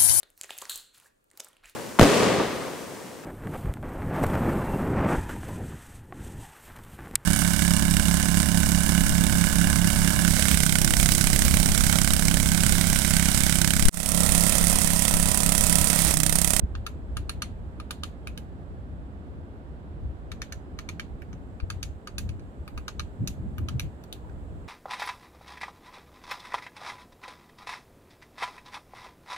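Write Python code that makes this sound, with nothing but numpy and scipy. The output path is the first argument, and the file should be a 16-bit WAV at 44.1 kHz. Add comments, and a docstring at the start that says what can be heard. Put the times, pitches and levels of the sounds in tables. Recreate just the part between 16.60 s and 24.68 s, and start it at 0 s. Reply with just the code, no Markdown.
"""A small woodpecker on a thin dead branch in bare forest, pecking in short bouts of about eight
blows a second. Each blow clicks the beak and knocks the wood; a close limb, twigs and trunks echo
it, within the forest's longer, diffuse ring. A small bird gives one faint, falling chirp. Wind
rumbles on the two ports of the microphone, over the hush of the far landscape and a thin hiss."""
import sys
import numpy as np
from scipy import signal
from scipy.fft import rfft, irfft, next_fast_len
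from scipy.io import wavfile
from scipy.ndimage import map_coordinates

SR = 44100
rng = np.random.default_rng(int(sys.argv[2]) if len(sys.argv) > 2 else 0)


def inscribe(sig):
    """Save sig as 16-bit PCM at rate SR to the path in sys.argv[1].

    A 1-D sig is mono; a 2-D sig holds one channel per row.
    Samples are clipped to [-1, 1] before scaling.
    """
    pcm = np.round(np.clip(np.atleast_2d(sig).T, -1, 1) * 32767)
    wavfile.write(sys.argv[1], SR, pcm.astype(np.int16))


N = 356328

# how long the forest rings: (frequency [Hz], t60 [s])
FOREST_DECAY = [(1000, 0.14), (4000, 0.26), (7000, 0.21), (14000, 0.19)]
# where the wood's sound sits in the stereo image: (frequency [Hz], left minus right [dB])
WOOD_BALANCE = [(1200, 6.5), (1800, -2), (2600, -5), (3200, -8.5), (3750, 11.5), (4600, -7), (5400, -2.5),
                (6200, -.5), (7600, 5), (9700, -9), (10900, -5.5), (12000, -2.5)]


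def woodpecker():
    """Blows ring and crack; a close limb, twigs and trunks echo each within the forest's longer ring."""
    # blows: (time [s], strength [dB], deep knock [dB], upper knock [dB], hollow clack [dB],
    # sharp bite [dB], top snap of the beak [dB])
    pecks = [(0.151, -10.5, 8, 9, -2.5, -9.5, -36), (0.173, -44, 2, 2, 0, -2, 18),
             (0.2644, -6.5, 11, 9, 5.5, 2, -1), (0.5682, -4.5, 7, 6, 4, -2.5, -4),
             (0.6933, -1.5, 4.5, 7, 3.5, -3.5, -6), (0.8199, 1.5, 4, 4, 2.5, -2.5, -10),
             (1.1992, -12, 11.5, 2.5, 3.5, -7, -12), (1.3072, .5, 0.5, 1.5, -3, -5, -7),
             (1.4335, -.5, 3, 0.5, -1.5, -3, -6), (1.6708, -9, 8.5, 3.5, 7, 0, -4.5),
             (1.775, -11.5, -4, 3, 3, -0.5, 1), (3.7166, -10, 5, 4, 2.5, 2.5, -6),
             (3.8174, -4, 2, 5, 3.5, 1.5, -6), (3.922, -9, 1, 5, 0, 7.5, -2.5),
             (4.188, -10, 7, 4.5, 4.5, 3.5, -5), (4.2884, -6, 4.5, -4, 5, 1, -6.5),
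             (4.3957, -5, -.5, 7.5, 2, -1, -10), (4.619, -30.5, 3, 20, 13, 2, 6),
             (4.729, -27.5, 13, 10, 9, 9.5, -8), (5, -19.5, 15, 9, 7, -7, -26),
             (5.101, -4.5, 9.5, 6.5, 4.5, 0.5, -7), (5.2278, -4.5, -5.5, 4, 3.5, 7.5, -3),
             (5.472, -11.5, 13, 8.5, 4.5, 3, -7), (5.5813, -3.5, -3, 3.5, 2, 6, 3.5),
             (5.6902, -17.5, 2, 3, 7, 3, -6), (5.7938, -29.5, 2, 7, 4, -2, -14),
             (6.077, -19.5, 12, 8, 10.5, -2, 5), (6.1757, -15.5, 15, 9, 11, 1, 0),
             (6.28, -5, 9.5, 5.5, 3.5, 2.5, -7), (6.3947, -5, 8, 4.5, 2.5, 0, -9),
             (6.674, -2.5, -10, -5, 0, 5, 2), (6.981, -17, 13, 12.5, 7, -1, 7.5),
             (7.0851, -6.5, 8, 1.5, 0.5, 0.5, -7), (7.195, -2, -3, 0, 6.5, 0.5, 0),
             (7.437, -23, 5, 6.5, -3, -1, 5), (7.5259, -6, -10, -9, -2.5, -3, 0),
             (7.695, -36, 13, 19, 11, 0, -6)]
    # spots of the branch, worked in turn: (start [s], bright tick [dB], t60 of the notes [s],
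    # notes as (frequency [Hz], relative level [dB]))
    spots = [(0, 2, 0.03, [(2780, -5.5), (3520, -15), (4000, -14), (4400, -13), (6130, -12), (7160, -11)]),
             (0.62, 5, 0.033, [(2775, -8), (3400, -13), (3735, -17), (4335, -3.5), (6070, -21), (6450, -13),
             (7150, -18)]), (1.1, 2, 0.023, [(2775, -5.5), (3050, -6), (3500, -10), (3810, -4), (4250, -12),
             (4970, -22), (7150, -15)]), (3.5, -2, 0.029, [(1750, -5.5), (1890, -10), (2290, 0.5),
             (2790, -32), (3080, -6), (4380, -26), (5300, -13)]), (4.9, 2, 0.041, [(2300, -14), (2550, -6),
             (2790, -13), (4390, -12), (4530, -3), (5800, -31), (6870, -17)]), (6.23, 1, 0.027, [(2290, -5),
             (2780, -21), (2955, -9), (3830, -22), (4200, -7), (5150, -8)]), (6.6, 4.5, 0.023, [(2580, -3),
             (3700, -17), (4470, -2), (5830, -19), (6660, -7)]), (6.9, -1, 0.013, [(2330, -3), (2546, -2),
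             (3040, -1), (3420, -12), (4300, -11)])]
    t = np.arange(SR // 4) / SR
    out = np.zeros((2, N + SR))
    for start, db, knock_db, upper_db, clack_db, bite_db, snap_db in pecks:
        _, tick_db, note_t60, notes = spots[sum(start >= row[0] for row in spots[1:])]
        blow = amp(-40.5) * branch_ring(t) + amp(-7.5) * beak_crack(t)
        blow += amp(-27.5) * spot_notes(t, notes, note_t60)
        limb = amp(-13) * delayed(blow, np.array([[.0073], [.00735]]))
        twigs = amp(-12) * diffuse_echo(t, [(1000, .025), (10000, .025)], start=.0055, rise=.0005)
        trunk_decay = [(1000, .086), (4000, .083), (10000, .11)]
        trunks = amp(-16) * diffuse_echo(t, trunk_decay, start=.012, rise=.0016)
        scattered = signal.fftconvolve(blow, twigs + trunks, axes=1)[:, :len(t)]
        echoes = coloured(limb + scattered, [(7000, 1.0), (10000, -0.69)])
        forest = amp(-16.5) * forest_ring(t)
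        colour = [(750, -2), (1000, knock_db), (1280, knock_db), (1550, upper_db), (1800, upper_db),
                  (2100, clack_db), (2500, clack_db), (3300, 0), (4400, 1), (6200, bite_db),
                  (9800, tick_db + 0.31 * snap_db), (13000, snap_db)]  # the tick follows the snap
        peck = amp(db) * coloured(at_ports(blow) + echoes + forest, colour)
        out[:, round(start * SR):][:, :len(t)] += peck
    return out[:, :N]


def beak_crack(t):
    """The beak lands dully, then bites: the fibres splinter a moment later, in uneven spurts."""
    # the beak crushing wood fibres: (frequency [Hz], gain [dB])
    crack_colour = [(300, -47.5), (850, -3.5), (1350, 2), (1800, -8), (2030, -8), (2300, 7.5), (2750, 6),
                    (3050, 6.5), (3260, 4.5), (3480, 8), (3800, 6), (4450, 9.5), (4700, 2.5), (5000, 3),
                    (5600, 3.5), (5850, 4.5), (6400, 5), (7100, -5.5), (7600, -6.5), (8600, -7.5),
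                    (9900, 2), (11600, -2), (13500, -3.5), (15000, -10), (16500, -19)]
    splinter_db, splinters_per_s = 3, 2220
    impact = burst(t, t60=0.02, rise=0.00066, apart=0.24)
    landing = filtered(impact, lambda hz: 1 / (1 + 1j * hz / 4000) ** 2)
    spurts = np.interp(t * splinters_per_s, np.arange(len(t)), rng.standard_normal(len(t)))
    fibres = amp(splinter_db * spurts) * burst(t, t60=.0105, rise=.002, apart=.65)
    fibres /= np.linalg.norm(fibres[0])
    bite = coloured(delayed(fibres, seconds=.0006), [(2000, -1.5), (6000, 0)])
    crack = coloured(amp(-4.5) * landing + bite, crack_colour)
    return filtered(crack, lambda hz: ears(along(WOOD_BALANCE, hz)))


def branch_ring(t, scatter_db=1.93):
    """The branch rings in its bending modes; each blow weights them anew."""
    # bending modes: (frequency [Hz], relative level [dB], t60 [s], left minus right [dB])
    modes = [(978, -12, 0.035, 5), (1122, -3, 0.026, 11), (1234, 8.5, 0.021, 4.5), (1380, 2, 0.026, 10),
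             (1430, 2, 0.038, -3), (1616, 3, 0.035, 0.5), (1785, -5.5, 0.039, -8), (1863, -15, 0.018, -4),
             (2194, -12, 0.038, -4), (2517, -14, 0.073, -1), (2780, -14.5, 0.037, -10),
             (3760, -13, 0.036, 19), (6390, -9, 0.032, 16), (10500, -15, 0.0094, 2)]
    out = np.zeros((2, len(t)))
    for (hz, db, t60, pan_db), chance in zip(modes, rng.standard_normal(len(modes))):
        swing = ears(pan_db) * amp(db + scatter_db * chance - 60 * t / t60) * np.sin(2 * np.pi * hz * t)
        out = swing - out  # neighbouring modes swing opposite ways
    return out


def spot_notes(t, notes, t60, rise_s=0.00054, scatter_db=2):
    """The patch of wood under the beak gives a few brief notes, a little different at every blow."""
    out = np.zeros((2, len(t)))
    for (hz, db), chance in zip(notes, rng.standard_normal(len(notes))):
        swing = ears(along(WOOD_BALANCE, hz)) * amp(db + scatter_db * chance) * np.sin(2 * np.pi * hz * t)
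        out = swing - out
    return out * amp(-60 * t / t60) * (1 - np.exp(-t / rise_s))


def at_ports(x, lag_s=0.00013, shade_hz=5940, detour_s=0.001007):
    """The microphone's right port hears the blow late; its treble, in shadow, comes a longer way."""
    turns = lambda hz: hz * lag_s + np.maximum(hz - shade_hz, 0) * detour_s
    return np.array([x[0], filtered(x[1], lambda hz: np.exp(-2j * np.pi * turns(hz)))])


def forest_ring(t):
    """The forest rings diffusely almost from the blow's start; countless paths smear the modes away."""
    # the forest's answer to an average blow: (frequency [Hz], gain [dB])
    tail_colour = [(400, -22), (900, 3), (1300, -1), (1950, 4.5), (2700, 7), (4300, 3), (5400, -6.5),
                   (6600, 4), (8200, -1), (10000, -6), (13000, -1), (15200, -9), (16500, -40)]
    return coloured(diffuse_echo(t, FOREST_DECAY, start=0.0022, rise=0.0003), tail_colour)


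def diffuse_echo(t, t60s, start, rise):
    """Scattered sound in stereo, energy 1 on the left, building up from start seconds on."""
    hz, when, noise = signal.stft(rng.standard_normal((2, len(t))), SR, nperseg=256)
    decay = amp(-60 * when / along(t60s, hz)[:, None])
    tail = signal.istft(noise * decay, SR, nperseg=256)[1][:, :len(t)]
    tail *= 1 - np.exp(-np.maximum(t - start, 0) / rise)
    return tail / np.linalg.norm(tail[0])


def chirp():
    """One faint, falling chirp from a small bird, with the forest's echo."""
    # the bird's glide: (time [s], pitch [Hz], level [dB])
    glide = [(1.62, 3300, -99), (1.64, 3230, -72), (1.667, 3150, -73), (1.678, 2630, -47),
             (1.697, 2460, -55), (1.712, 2250, -77)]
    hz, db = curves(glide)
    t = np.arange(N) / SR
    sounding = (t > glide[0][0]) & (t < glide[-1][0])
    note = (sounding * amp(db) * np.sin(2 * np.pi * np.cumsum(hz) / SR))[None]
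    echo = diffuse_echo(t[:SR // 3], FOREST_DECAY, start=0.0039, rise=0.0018)
    return note + amp(-11) * signal.fftconvolve(note, echo, axes=1)[:, :N]


def wind():
    """Right at the microphone, one flow presses on the ports, buffets them and sheds small eddies."""
    # deep pressure swells, buffeting and eddies, each: (frequency [Hz], relative density [dB])
    swell_spectrum = [(10, -35), (22, -30), (35, -9), (48, -9), (65, -1.5), (78, -9), (100, -19),
                      (200, -120)]
    buffet_spectrum = [(30, -79), (65, -6.5), (82, 6.5), (100, 1), (135, -3.5), (170, -11.5), (230, -50),
                       (400, -120)]
    eddy_spectrum = [(50, -71), (110, -6), (155, 0), (200, 1), (280, -7), (400, -17.5), (700, -41),
                     (1500, -90), (4000, -120)]
    light_breeze_db, flutter_db = -45, 1.5
    flow_db, swell_db, eddy_db = airflow()
    excess_db = flow_db - light_breeze_db + flutter_db * wobble(rate=13)  # turbulence in the flow
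    likeness = [(30, .42), (100, .58), (250, .58)]
    swells = amp(4 + excess_db + swell_db) * rush(swell_spectrum, likeness)
    buffet = amp(excess_db) * rush(buffet_spectrum, likeness)
    eddies = amp(-3 + 0.72 * excess_db + eddy_db) * rush(eddy_spectrum, likeness)  # these grow more slowly
    return amp(light_breeze_db) * (swells + buffet + eddies)


def airflow():
    """The wind's strength, swell and eddy content in dB: bell-shaped gusts add power to the breeze."""
    # the breeze between gusts: (time [s], level [dB])
    breeze = [(0, -45.5), (1.5, -46), (2.9, -47), (4.9, -46), (5.4, -52.5), (6.3, -47), (7.55, -51),
              (8.08, -43.5)]
    # gusts: (peak time [s], half length [s], level [dB], extra deep swell [dB], extra eddies [dB])
    gusts = [(0.038, 0.0095, -29, 5.5, 2.5), (0.163, 0.065, -43.5, 9, -3), (0.558, 0.16, -40, -0.5, -4.5),
             (0.99, 0.14, -45.5, -0.5, -1), (2.063, 0.12, -55, 15, 7), (3.434, 0.11, -43.5, 4.5, -4),
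             (3.965, 0.017, -35, -5, -18), (5.038, 0.0068, -32.5, 1.5, 0.5), (5.198, 0.094, -37, -5.5, -11),
             (5.65, 0.071, -33.5, -3.5, -4.5), (6.007, 0.018, -44, 8, -6.5), (6.165, 0.022, -41.5, 9, -6),
             (6.425, 0.041, -39, 0.5, -2.5), (6.633, 0.022, -25.5, -17, 1), (6.701, 0.023, -35.5, -2, 0.5),
             (6.863, 0.061, -36.5, -0.5, 2), (7.024, 0.039, -31, -8, -0.5), (7.152, 0.03, -23.5, -19, -3.5),
             (7.247, 0.03, -30, -14, -12.5), (7.924, 0.26, -44.5, -1.5, -7)]
    t = np.arange(N) / SR
    power, swell, eddy = amp(curves(breeze)[0]) ** 2, 0, 0
    for peak_s, half_s, db, swell_db, eddy_db in gusts:
        gust = amp(db) ** 2 * np.exp(-((t - peak_s) / half_s) ** 2)
        power += gust
        swell += swell_db * gust
        eddy += eddy_db * gust
    return 10 * np.log10(power), swell / power, eddy / power


def hush():
    """The dull wash of the far landscape with one brief swell, and a thin hiss that sinks, then grows."""
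    # the far wash, its swell and the high hiss, each: (frequency [Hz], relative density [dB])
    wash_spectrum = [(100, -4.5), (280, 0.5), (450, -5), (700, -9), (1100, -16), (1600, -18.5),
                     (2200, -27.5), (3500, -32), (5500, -42.5), (8000, -51.5), (11500, -46.5), (14500, -77)]
    swell_spectrum = [(350, -26), (600, -8), (950, 9), (1200, -9), (1800, -40)]
    hiss_spectrum = [(5000, -39), (6700, -15), (7800, -8.5), (8600, -16.5), (11000, -23.5)]
    # slow drift of the wash and of the hiss, each: (time [s], relative level [dB])
    wash_drift = [(0, -47.5), (2.3, -48.5), (4.3, -48), (5.3, -49.5), (8.08, -48)]
    hiss_drift = [(0, -68), (3.3, -73), (5.2, -68), (8.08, -65)]
    # how alike the two ports hear the wash: (frequency [Hz], correlation [-1 to 1])
    likeness = [(60, 0.79), (130, 0.99), (290, 1), (640, 0.56), (1410, -0.43), (3100, 0.0034),
                (6820, -0.064), (15000, -0.034)]
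    swell_at_s, swell_width_s = 7.67, 0.037
    wash = amp(curves(wash_drift)[0]) * ears(-4) * rush(wash_spectrum, likeness)
    hiss = amp(curves(hiss_drift)[0] - 9) * rush(hiss_spectrum, [(8000, 0.065)])
    bell = np.exp(-((np.arange(N) / SR - swell_at_s) / swell_width_s) ** 2 / 2)
    return wash + hiss + amp(-56.5) * bell * rush(swell_spectrum, likeness)


def burst(t, t60, rise, apart):
    """A stereo noise burst, energy 1 on the left; apart weights what differs between the ports."""
    both, left, right = rng.standard_normal((3, len(t)))
    x = (both + apart * np.array([left, right])) * amp(-60 * t / t60) * (1 - np.exp(-t / rise))
    return x / np.linalg.norm(x[0])


def rush(spectrum, likeness):
    """Stereo noise of rms 1 from (Hz, dB) points and (Hz, left-right correlation) points."""
    def mid_side_gains(hz):
        turn = np.arccos(np.clip(along(likeness, hz), -1, 1)) / 2
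        return amp(along(spectrum, hz)) * [np.cos(turn), np.sin(turn)]
    mid, side = filtered(rng.standard_normal((2, N)), mid_side_gains)
    noise = np.array([mid + side, mid - side])
    return noise / np.sqrt(np.mean(noise ** 2) + 1e-20)


def wobble(rate):
    """A smooth random curve, rate knots a second."""
    return map_coordinates(rng.standard_normal(int(N * rate / SR) + 4), [np.arange(N) * rate / SR])


def amp(db):
    """Decibels to gain."""
    return 10 ** (np.asarray(db) / 20)


def ears(pan_db):
    """Left and right gains for a level difference."""
    return amp(np.array([[.5], [-.5]]) * pan_db)


def along(points, hz):
    """(Hz, value) points read on a log axis."""
    knots_hz, values = np.transpose(points)
    return np.interp(np.log(hz + 1), np.log(knots_hz + 1), values)


def curves(rows):
    """One value per sample for each column after the time."""
    times, *columns = np.transpose(rows)
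    return [np.interp(np.arange(N) / SR, times, column) for column in columns]


def filtered(x, response):
    """x through a complex frequency response."""
    n = x.shape[-1]
    padded = next_fast_len(n + 4096, real=True)
    return irfft(rfft(x, padded) * response(np.fft.rfftfreq(padded, 1 / SR)), padded)[..., :n]


def coloured(x, points):
    """Causal (minimum-phase) colouring by (Hz, dB) points, which keeps attacks sharp."""
    cepstrum = irfft(np.log(amp(along(points, np.linspace(0, SR / 2, 513)))))
    half = len(cepstrum) // 2
    folded = np.concatenate([cepstrum[:1], 2 * cepstrum[1:half], np.zeros(half)])
    impulse = irfft(np.exp(rfft(folded)))
    return signal.fftconvolve(x, impulse[None], axes=1)[:, :x.shape[1]]


def delayed(x, seconds):
    """x later by a time, which may differ between the channels."""
    return filtered(x, lambda hz: np.exp(-2j * np.pi * hz * seconds))


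def scene():
    """Both birds in the windy wood, heard from one microphone position."""
    return woodpecker() + chirp() + wind() + hush()


def record(dry):
    """The camera keeps nothing above its band limit."""
    top_hz = 16200
    return filtered(dry, lambda hz: 1 / np.sqrt(1 + (hz / top_hz) ** 160))


dry = scene()
out = record(dry)
inscribe(out)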